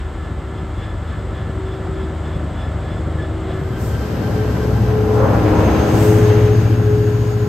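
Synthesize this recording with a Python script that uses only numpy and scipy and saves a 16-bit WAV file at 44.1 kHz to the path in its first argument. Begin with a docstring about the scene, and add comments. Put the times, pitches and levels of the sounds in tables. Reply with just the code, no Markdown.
"""A footbridge over a wooded cutting; two diesel locomotives haul a train beneath it.
The leader is heard head on: exhaust drone, rushing fans, a wheel squealing on the rail once a turn.
The sound then dissolves to the far side of the bridge, where both engines pass just below.
Exhausts throb with the firing, gears ring and air puffs out twice; spinning blades give
a blower's hum, a cooling fan's roar and a rising turbo whistle."""
import sys
import numpy as np
from scipy.fft import rfft, irfft, next_fast_len
from scipy.io import wavfile
from scipy.ndimage import map_coordinates

SR = 44100
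rng = np.random.default_rng(int(sys.argv[2]) if len(sys.argv) > 2 else 0)


def master_out(mix):
    """Clip the mix to full scale and print it as 16-bit PCM to the path in sys.argv[1]."""
    frames = np.transpose(np.atleast_2d(mix))
    ceiling = np.clip(frames, -1, 1)
    pcm = np.round(ceiling * 32767).astype(np.int16)
    wavfile.write(sys.argv[1], SR, pcm)


N = 329868
TIME_S = np.arange(N) / SR


def amp(db):
    """Decibels to gain."""
    return 10 ** (np.asarray(db) / 20)

def unit(x):
    """Scale to rms 1."""
    return x / np.sqrt(np.mean(x ** 2) + 1e-20)

def along(points, hz):
    """Interpolate (freq_hz, value) points on a log axis."""
    freqs_hz, values = np.transpose(points)
    return np.interp(np.log(hz + 1), np.log(freqs_hz + 1), values)

def curves(rows):
    """One value per sample for each column after time_s."""
    times_s, *columns = np.transpose(rows)
    return [np.interp(TIME_S, times_s, column) for column in columns]

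def wobble(rate_hz):
    """Smooth random curve, rate_hz knots a second."""
    knots = rng.standard_normal(int(N * rate_hz / SR) + 4)
    return map_coordinates(knots, [TIME_S * rate_hz], mode="nearest")

def swell(peak_s, half_s):
    """Gaussian bump in time."""
    return np.exp(-((TIME_S - peak_s) / half_s) ** 2)

def bumps(rows):
    """Gain of soft bursts from rows of peak_s, half_s, level_db."""
    return sum(amp(db) * swell(peak_s, half_s) for peak_s, half_s, db in rows)

def ramp(start_db, db_per_s):
    """Gain with a steady slope in dB."""
    return amp(start_db + db_per_s * TIME_S)

def passing(peak_s, half_s, beam=1.46):
    """Pass-by gain; beam 1 is plain spreading, more suits openings that radiate upward."""
    return (1 + ((TIME_S - peak_s) / half_s) ** 2) ** (-beam / 2)

def emerging(peak_s, rise_db_per_s, fall_db_per_s):
    """Gain of a roof opening that clears the bridge and moves away."""
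    since_s = TIME_S - peak_s
    return amp(np.minimum(rise_db_per_s * since_s, -fall_db_per_s * since_s))

def filtered(x, response):
    """Apply a frequency response."""
    size = next_fast_len(N + 8192)
    return irfft(rfft(x, size) * response(np.fft.rfftfreq(size, 1 / SR)), size)[..., :N]

def angle(hz):
    """Running phase in radians."""
    return 2 * np.pi * np.cumsum(hz * np.ones(N)) / SR

def tone(hz, drift_rad, rate_hz, apart_rad):
    """Stereo tone, rms 1; turbulence shakes its phase, partly apart in each ear."""
    phase = angle(hz) + drift_rad * wobble(rate_hz)
    return np.sqrt(2) * np.sin(phase + apart_rad * np.array([wobble(rate_hz), wobble(rate_hz)]))

# Left-right likeness head on and from above: freq_hz, coherence (clipped to +-1)
FRONT = [(60, 0.98), (150, 1), (380, 0.94), (950, 0.85), (2380, 1), (6000, 0.72), (8200, 0.95), (9300, -1),
         (10800, -1), (12000, 0.5)]
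ABOVE = [(60, 0.88), (130, 0.96), (290, 0.96), (640, 0.69), (1400, 0.38), (3100, 0.55), (5000, -0.038),
         (7500, 0.43), (8700, 0.85), (9080, -1.3), (10800, -1.5), (11400, 0.085), (12800, .87)]
def rush(spectrum, coherence, flutter_db):
    """Turbulent stereo noise, rms 1, dying away outside its spectrum."""
    def colour(hz):
        spread = np.arccos(np.clip(along(coherence, hz), -1, 1)) / 2
        lowpass = 1 / (1 + (hz / spectrum[-1][0] / 1.2) ** 8)
        highpass = hz ** 4 / (hz ** 4 + (.8 * spectrum[0][0]) ** 4)
        return amp(along(spectrum, hz)) * lowpass * highpass * [np.cos(spread), np.sin(spread)]
    mid, side = filtered(rng.standard_normal((2, N)), colour)
    flutter = amp(flutter_db * (wobble(7) + wobble(25)))
    return unit(np.array([mid + side, mid - side]) * flutter)

def drone(crank_hz, orders, unsteady_db):
    """Unequal cylinders put exhaust tones on multiples of the crank speed."""
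    crank = angle(crank_hz)
    return unit(sum(amp(db + unsteady_db * wobble(5.07)) * np.sin(k * crank + rng.uniform(0, 2 * np.pi))
                    for k, db in orders))

def firing(crank_hz, depth, throb, per_turn):
    """Gas leaves in bursts, stronger on one side of the turn."""
    crank = angle(crank_hz)
    return unit((1 + depth * np.cos(per_turn * crank)) * (1 + throb * np.cos(crank)))


# Exhaust tones: crank_order, relative_db
FRONT_ORDERS = [(3, -21), (4, -9), (5, -17.5), (7, -7), (9, -6.5), (10, -10.5), (11, -8.5), (12, -3.5),
                (14, -10.5), (15, -12), (16, -13), (19, -11), (23, -14)]
# Exhaust levels: time_s, drone_db, sixth_order_db, eighth_order_db
FRONT_EFFORT = [(0, -42, -28, -48), (.35, -37, -32, -37), (.7, -33, -31, -33.5), (1.45, -33.5, -32.5, -29),
                (1.95, -33, -30, -33.5), (2.2, -30.5, -25, -34), (2.6, -28.5, -27, -32),
                (2.9, -29.5, -28.5, -29), (3.17, -28.5, -22.5, -27), (3.4, -32, -28, -30),
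                (4, -26.5, -29, -29)]
# Exhaust noise: freq_hz, density_db
FRONT_RUMBLE = [(26, -38), (34, -23), (42, -3.5), (58, 2.5), (70, -4), (85, -2.5), (125, -13)]
FRONT_BARK = [(90, -10.5), (125, -9.5), (157, -6.5), (190, -12.5), (265, -15), (340, -13), (440, -17.5)]
def front_exhaust(crank_hz):
    """The leader's exhaust head on; one bank of six cylinders booms on the sixth order."""
    drone_db, sixth_db, eighth_db = curves(FRONT_EFFORT)
    engine = amp(drone_db) * drone(crank_hz, FRONT_ORDERS, unsteady_db=2.5)
    note = amp(eighth_db) * tone(8 * crank_hz, drift_rad=.13, rate_hz=5.2, apart_rad=.03)
    boom = amp(sixth_db) * tone(6 * crank_hz, drift_rad=.08, rate_hz=3.1, apart_rad=.03)
    rumble = ramp(-28.5, db_per_s=-.45) * rush(FRONT_RUMBLE, FRONT, flutter_db=-.5)
    rumble *= firing(crank_hz, depth=0, throb=.35, per_turn=6)
    bark = ramp(-33, db_per_s=.53) * rush(FRONT_BARK, FRONT, flutter_db=1)
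    bark *= firing(crank_hz, depth=.3, throb=.22, per_turn=6)
    return engine + note + boom + rumble + bark

# Fan noise: freq_hz, density_db
FRONT_ROAR = [(330, -15), (420, -6), (480, -3.5), (590, -0.5), (680, -4), (765, -6.5), (860, -13),
              (1100, -20.5)]
# Blower hum: time_s, level_db
FRONT_BLOWER = [(0, -44), (.13, -46), (.37, -40.5), (.63, -37), (.85, -53), (1.1, -51), (1.27, -34.5),
                (1.42, -42), (1.62, -31), (1.8, -34), (2.02, -29), (2.17, -40), (2.33, -35.5), (2.6, -52),
                (2.85, -40), (3.35, -38), (3.5, -31), (4, -33.5)]
def front_fans(crank_hz, blower_hz=380, fan_hz=321):
    """Blower and fan draw near; the fan tone dips where its ground reflection opposes it."""
    roar = ramp(-41.5, db_per_s=1.83) * rush(FRONT_ROAR, FRONT, flutter_db=.6)
    roar *= firing(crank_hz, depth=.18, throb=.047, per_turn=12)
    hum = amp(curves(FRONT_BLOWER)[0]) * tone(blower_hz, drift_rad=.24, rate_hz=11, apart_rad=.15)
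    octave = amp(-50) * tone(2 * blower_hz, drift_rad=.6, rate_hz=8.3, apart_rad=.27)
    dip_s, period_s, reflected = 1.3, 1.35, .43
    fade = np.abs(1 - reflected * np.exp(2j * np.pi * (TIME_S - dip_s) / period_s))
    fan = ramp(-45.5, db_per_s=2.7) * fade * tone(fan_hz, drift_rad=.74, rate_hz=12, apart_rad=.11)
    return roar + hum + octave + fan

# Rolling noise: freq_hz, density_db
ROLLING = [(600, -3.5), (950, -0.5), (1340, 0), (1550, -5), (2070, -9), (2450, -15.5), (3300, -13.5),
           (4300, -22), (5200, -25.5), (6000, -30), (7900, -20.5), (9200, -30.5), (12500, -36.5),
           (15500, -45)]
def rolling():
    """Wheel noise grows as the train nears."""
    return ramp(-39.5, db_per_s=.71) * rush(ROLLING, FRONT, flutter_db=.25)

# Rubs on the rail: peak_s, squeal_db, ring_delay_s, ring_db
RUBS = [(0, -56, .06, -48), (.25, -49, .01, -43.5), (.57, -53, .015, -49), (.84, -48, 0.065, -47.5),
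        (1.13, -53, .015, -49), (1.4, -47, 0.097, -46), (1.71, -50, .115, -47.5), (2.01, -49, .08, -49),
        (2.29, -49, 0.11, -46.5), (2.61, -44, .07, -46), (2.9, -44, .04, -49), (3.21, -49, .02, -40.5),
        (3.52, -49, .04, -41.5)]
# Wheel modes: pitch_hz, level_db
WHEEL_MODES = [(1331, -53.5), (1736, -59), (2045, -62.5), (2108, -61), (3165, -70)]
# Stick-slip chirps: peak_s, half_s, relative_db
CHIRPS = [(.58, .04, -55), (.85, 0.073, -51), (1.1, .025, -54), (1.19, .02, -54), (1.375, .022, -54),
          (1.67, 0.018, -51), (1.735, 0.023, -49), (1.955, .016, -51), (2.035, .035, -52),
          (2.27, .022, -50.5), (2.35, .022, -48), (2.615, 0.053, -47), (2.865, .015, -51),
          (2.92, 0.03, -47.5), (2.985, .02, -51), (3.23, .025, -50), (3.53, .05, -54)]
# Rub noise: freq_hz, density_db
SCRAPE = [(1200, -5), (1750, 1.5), (2100, -6), (2500, -8.5), (3450, -5.5), (4200, -15)]
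def wheel(squeal_hz=1714, ring_hz=1730, rub_half_s=.062, ring_half_s=.055):
    """Once a turn a wheel scrapes and squeals on the rail, chirps an octave up and is left ringing."""
    rubbing = sum(swell(s, rub_half_s) for s, *_ in RUBS)
    squeal_gain = bumps([(s, rub_half_s, db) for s, db, *_ in RUBS]) * amp(2.5 * wobble(45))
    squeal = squeal_gain * tone(squeal_hz, drift_rad=1, rate_hz=54, apart_rad=.3)
    ring_gain = bumps([(s + delay_s, ring_half_s, db) for s, _, delay_s, db in RUBS])
    ring = ring_gain * tone(ring_hz, drift_rad=.45, rate_hz=22, apart_rad=.2)
    modes = sum(amp(db + 2 * wobble(20)) * tone(hz, drift_rad=.9, rate_hz=28, apart_rad=.3)
                for hz, db in WHEEL_MODES)
    modes *= 1 + .42 * rubbing
    octave, third = (tone(k * squeal_hz, drift_rad=1.15, rate_hz=100, apart_rad=.3) for k in (2, 3))
    chirp_gain = bumps(CHIRPS) + amp(-59.5) * sum(swell(s, half_s=.1) for s, *_ in RUBS)
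    chirps = chirp_gain * amp(2.2 * wobble(70) - 2.5) * (octave + amp(-14) * third)
    scrape = amp(-44) * passing(3.5, half_s=2.1) * rubbing * rush(SCRAPE, FRONT, flutter_db=2.5)
    return squeal + ring + modes + chirps + scrape

# Low booms: peak_s, pitch_hz, level_db
THUDS = [(.2, 72.2, -32), (.44, 70.15, -25.5), (1.12, 60, -25), (1.9, 59.8, -23.5), (2.77, 62, -28)]
def thuds():
    """Dull booms swell out of the approaching rumble."""
    return sum(amp(db) * swell(s, half_s=.049) * tone(hz, drift_rad=.2, rate_hz=12, apart_rad=.03)
               for s, hz, db in THUDS)

# Exhaust tones: crank_order, relative_db
LEADER_ORDERS = [(1, -28), (2, -40), (3, -17), (4, -3.5), (5, 4.5), (6, 0), (7, -5.5), (8, 5), (9, 4),
                 (10, -31), (11, -7), (12, -4), (13, -16), (14, -4.5), (15, -17), (16, -1.5), (17, -9.5)]
def leader_exhaust(crank_hz=13.27):
    """The leader's note passes under the bridge."""
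    note = drone(crank_hz * (1 + .004 * wobble(3)), LEADER_ORDERS, unsteady_db=1.5)
    return amp(-20.5) * passing(4.8, half_s=1.34) * note

# Second engine's speed: time_s, crank_hz
SECOND_SPEED = [(4.5, 14.9), (5.3, 14.14), (6.1, 13.98), (7.48, 14.4)]
# Its exhaust tones: crank_order, relative_db
SECOND_ORDERS = [(1, -46), (2, -44), (3, -30), (4, -17), (5, -13.5), (6, -30), (7, -1.5), (8, 2.5),
                 (9, -17.5), (10, -20), (11, -17.5), (12, -14.5), (13, -19.5), (14, -22), (15, -32.5),
                 (16, -17.5), (17, -25), (18, -27), (19, -21), (20, -21.5), (21, -18), (22, -25),
                 (23, -22.5), (24, -45), (25, -23.5), (26, -35)]
# Its note: time_s, level_db
SECOND_LEVEL = [(3.5, -24.5), (4.55, -21.5), (4.7, -16.5), (5.03, -19), (5.27, -15), (5.82, -24.5),
                (6.05, -13.5), (6.35, -11), (7.48, -17.5)]
def second_exhaust():
    """The second engine's note sags, then lifts a little."""
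    crank_hz = curves(SECOND_SPEED)[0] * (1 + .00302 * wobble(6))
    return amp(curves(SECOND_LEVEL)[0]) * drone(crank_hz, SECOND_ORDERS, unsteady_db=.5)

# Leader's exhaust, then the second's fan, engine room and exhaust:
# peak_s, half_s, bark_db, roar_db, rattle_db, hiss_db
PASSES = [(4.43, 0.51, -25.5, -33, -40, -47.5), (5.53, 0.42, -21, -23, -41, -47),
          (5.86, 0.29, -18.5, -24.5, -33, -44), (6.28, 0.28, -25, -29.5, -32.5, -43)]
# Rest of the train: bark_db, roar_db, rattle_db, hiss_db
TRAIN_DB = (-31.5, -41, -41, -47.5)
# Noise spectra: freq_hz, density_db
RUMBLE = [(28, -34), (36, -11), (45, -8.5), (65, 3.5), (100, -0.5), (150, -17), (300, -44)]
BARK = [(70, -33), (130, -2), (220, -1), (300, -3.5), (380, -8.5), (500, -8), (800, -21)]
ROAR = [(200, -29.5), (380, -2.5), (460, 1), (520, 0), (690, -5), (820, 0), (900, -9), (1030, -5),
        (1160, -14.5), (1340, -9.5), (1560, -18.5), (2000, -24), (3000, -44)]
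RATTLE = [(700, -13), (1100, 5), (1600, 6), (2100, 1), (2400, -1), (2900, -1.5), (3800, -8), (5500, -27.5)]
HISS = [(2500, -14), (4000, 0), (5000, 2.5), (5800, -2), (8000, -6.5), (10000, -9), (11300, -5),
        (13000, -8), (14200, -19.5), (15700, -24)]
def machinery(stack_cutoff_hz=62):
    """Exhaust bark, fan roar and rattle pulse with the second engine, over rumble and hiss."""
    crank_hz, = curves(SECOND_SPEED)
    power = sum(np.outer(amp(dbs), passing(s, half_s)) ** 2 for s, half_s, *dbs in PASSES)
    bark_gain, roar_gain, rattle_gain, hiss_gain = np.sqrt(power + amp(TRAIN_DB)[:, None] ** 2)
    rumble = (amp(-31.5) + amp(-23.5) * swell(5.5, half_s=.61)) * rush(RUMBLE, ABOVE, flutter_db=-.5)
    bark = bark_gain * rush(BARK, ABOVE, flutter_db=.5)
    bark *= firing(crank_hz, depth=.5, throb=.11, per_turn=8)
    # the stack radiates little bass
    bark = filtered(bark, lambda hz: 1 / (1 + (stack_cutoff_hz / (hz + 1)) ** 4))
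    roar = roar_gain * rush(ROAR, ABOVE, flutter_db=.47)
    roar *= firing(crank_hz, depth=.15, throb=.063, per_turn=4)
    rattle = rattle_gain * rush(RATTLE, ABOVE, flutter_db=.5)
    rattle *= firing(crank_hz, depth=.12, throb=.038, per_turn=8)
    hiss = hiss_gain * rush(HISS, ABOVE, flutter_db=.5)
    return rumble + bark + roar + rattle + hiss

# Rail resonances: freq_hz, density_db
RAILS = [(700, -12), (900, -12.5), (1030, 4), (1160, -13.5), (1330, -1), (1450, -9.5), (1620, -1),
         (1900, -21)]
def rails():
    """The wheels keep the rails singing."""
    return ramp(-44.5, db_per_s=.54) * rush(RAILS, ABOVE, flutter_db=.5)

# Gear ring: peak_s, level_db
GEAR_PULSES = [(3.67, -42), (3.76, -37.5), (3.94, -38.5), (4.03, -41), (4.14, -48), (4.245, -41.5),
               (4.39, -41), (4.51, -42), (4.63, -40.5), (4.77, -44), (4.885, -43), (5.02, -48)]
def gears(mesh_hz=1563, half_s=.04):
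    """The leader's gears ring in short pulses, with a weaker octave."""
    mesh = tone(mesh_hz, drift_rad=.55, rate_hz=36, apart_rad=.25)
    octave = amp(-10) * tone(2 * mesh_hz, drift_rad=.9, rate_hz=45, apart_rad=.4)
    return bumps([(s, half_s, db) for s, db in GEAR_PULSES]) * (mesh + octave)

# Air let off: peak_s, rise_s, fall_s, level_db
PUFFS = [(3.83, 0.052, .11, -40), (6.07, 0.17, 0.17, -36)]
# Air jet: freq_hz, density_db
JET = [(2500, -21), (5000, -5), (8000, -2.5), (12500, -5), (15700, -10)]
def air_puffs():
    """Short smooth hisses of escaping air."""
    gain = bumps([(s, np.where(TIME_S < s, rise_s, fall_s), db) for s, rise_s, fall_s, db in PUFFS])
    return gain * rush(JET, ABOVE, flutter_db=.3)

# Blower hum: time_s, level_db
BLOWER_LEVEL = [(3.9, -38.5), (4.3, -33.5), (4.42, -23), (4.53, -34.5), (4.64, -23.5), (4.82, -34),
                (4.95, -22), (5.2, -18), (5.36, -37), (5.48, -21), (5.7, -32), (5.94, -28), (6.07, -16),
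                (6.52, -18), (6.64, -30), (6.82, -24.5), (6.9, -18), (7.06, -19.5), (7.2, -26), (7.48, -25)]
def blower(sag_start_s=5.2, sag_hz_per_s=4.1):
    """The second locomotive's blower blades hum, falling in pitch as they go by."""
    pitch_hz = 426.6 - sag_hz_per_s * np.maximum(TIME_S - sag_start_s, 0)
    smear_rad = .06 + .2 * swell(8, half_s=.67)  # less pure toward the end
    gain = amp(curves(BLOWER_LEVEL)[0] + .78 * wobble(9.8))
    hum = gain * tone(pitch_hz, smear_rad, rate_hz=24, apart_rad=.22)
    octave = tone(2 * pitch_hz, drift_rad=.86, rate_hz=30, apart_rad=.52)
    return hum + amp(-41.5) * swell(6, half_s=1.2) * octave

# Turbo blade tone: time_s, pitch_hz
TURBO_PITCH = [(4, 6190), (4.5, 6250), (5, 6230), (5.5, 6365), (5.9, 6385), (6.5, 6480), (7.48, 6670)]
# Its whistle: time_s, level_db
TURBO_LEVEL = [(4, -66), (5, -57), (5.45, -54.5), (5.62, -47.5), (5.76, -44.5), (6.02, -46.5), (6.25, -49),
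               (6.53, -48), (6.72, -54), (7.02, -52), (7.35, -51)]
def turbo():
    """The turbocharger's blades whistle as it winds up."""
    pitch_hz, = curves(TURBO_PITCH)
    gain = amp(curves(TURBO_LEVEL)[0] + 2.8 * wobble(45))
    whistle = gain * tone(pitch_hz, drift_rad=1.3, rate_hz=160, apart_rad=.7)
    octave = tone(2 * pitch_hz, drift_rad=1.3, rate_hz=330, apart_rad=.4)
    return whistle + amp(-56.5) * swell(5.4, half_s=4) * octave

# Fan tone: time_s, level_db
FAN_LEVEL = [(4.8, -44), (5.08, -31), (5.35, -27), (5.47, -20), (5.9, -23), (6.2, -22), (6.45, -32),
             (7, -33.5), (7.48, -43)]
# Blade-tip noise: freq_hz, density_db
RASP = [(1400, -13), (2000, 3), (2700, 3), (3300, -10), (3600, -5), (4200, -18)]
def cooling_fan(idle_hz=304, full_hz=338.8, start_s=5.28, spin_up_s=.9):
    """The fan runs up to speed; overtones and blade-tip rasp come through right above it."""
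    pitch_hz = full_hz - (full_hz - idle_hz) * np.exp(-np.maximum(TIME_S - start_s, 0) / spin_up_s)
    hum = amp(curves(FAN_LEVEL)[0]) * tone(pitch_hz, drift_rad=.22, rate_hz=18, apart_rad=.15)
    octave, third = (tone(k * pitch_hz, drift_rad=.6, rate_hz=30, apart_rad=.3) for k in (2, 3))
    overtones = swell(5.6, half_s=.13) * (amp(-34) * octave + amp(-31.5) * third)
    rasp_gain = amp(-39.5) * emerging(5.45, rise_db_per_s=62, fall_db_per_s=9)
    return hum + overtones + rasp_gain * rush(RASP, ABOVE, flutter_db=-2.5)

# Radiator and duct noise: freq_hz, density_db
RADIATOR = [(250, -17), (400, -5), (510, 2), (620, -5.5), (850, -13), (960, -12), (1150, -9.5),
            (1400, -12.5), (2000, -26.5)]
DUCT = [(440, -11), (480, 2.5), (520, 1), (560, -6), (610, -5.5), (680, -16), (1050, -14), (1400, -22)]
# Duct howls: peak_s, half_s, level_db
HOWLS = [(5.285, 0.077, -18.5), (5.55, 0.085, -20.5)]
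def radiator():
    """A radiator clears the bridge; its duct howls as each opening goes by."""
    gain = amp(-21) * emerging(5.26, rise_db_per_s=82, fall_db_per_s=22)
    howl = bumps(HOWLS) * rush(DUCT, ABOVE, flutter_db=-3.5)
    return gain * rush(RADIATOR, ABOVE, flutter_db=2) + howl

def placed(x, balance, left_lag_s=0):
    """Stereo position: a level difference by frequency, and a lag that holds up to 2 kHz."""
    def response(hz):
        lag_rad = np.pi * np.minimum(hz, 2000) * left_lag_s * [[-1], [1]]
        return amp(along(balance, hz) * [[.5], [-.5]]) * np.exp(1j * lag_rad)
    return filtered(x, response)

# Stereo balance: freq_hz, left_minus_right_db
FRONT_BALANCE = [(60, 0.65), (150, 1.9), (380, 1.1), (950, 0.22), (2380, 0.085), (5980, 0.072),
                 (15000, 0.15)]
ABOVE_BALANCE = [(60, 1), (120, 2), (240, 2.5), (480, 3.5), (950, -0.5), (1890, 1.5), (3770, 4), (7520, 4),
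                 (9500, -2), (15000, 2)]
def scene(front_crank_hz=12.68, dissolve_start_s=3.45, dissolve_s=.8):
    """The head-on sound dissolves at equal power into the sound from above."""
    front = front_exhaust(front_crank_hz) + front_fans(front_crank_hz) + rolling() + wheel() + thuds()
    front = placed(front, FRONT_BALANCE)
    above = leader_exhaust() + second_exhaust() + machinery() + rails() + gears() + air_puffs()
    above += blower() + turbo() + cooling_fan() + radiator()
    above = placed(above, ABOVE_BALANCE, left_lag_s=1e-5)
    mix_rad = np.pi / 2 * np.clip((TIME_S - dissolve_start_s) / dissolve_s, 0, 1)
    return np.cos(mix_rad) * front + np.sin(mix_rad) * above

def record(dry):
    """Round off the highest peaks and cut the top treble."""
    ceiling, top_hz = .95, 15700
    rounded = dry / (1 + np.abs(dry / ceiling) ** 8) ** (1 / 8)
    return filtered(rounded, lambda hz: hz < top_hz)


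dry = scene()
out = record(dry)
master_out(out)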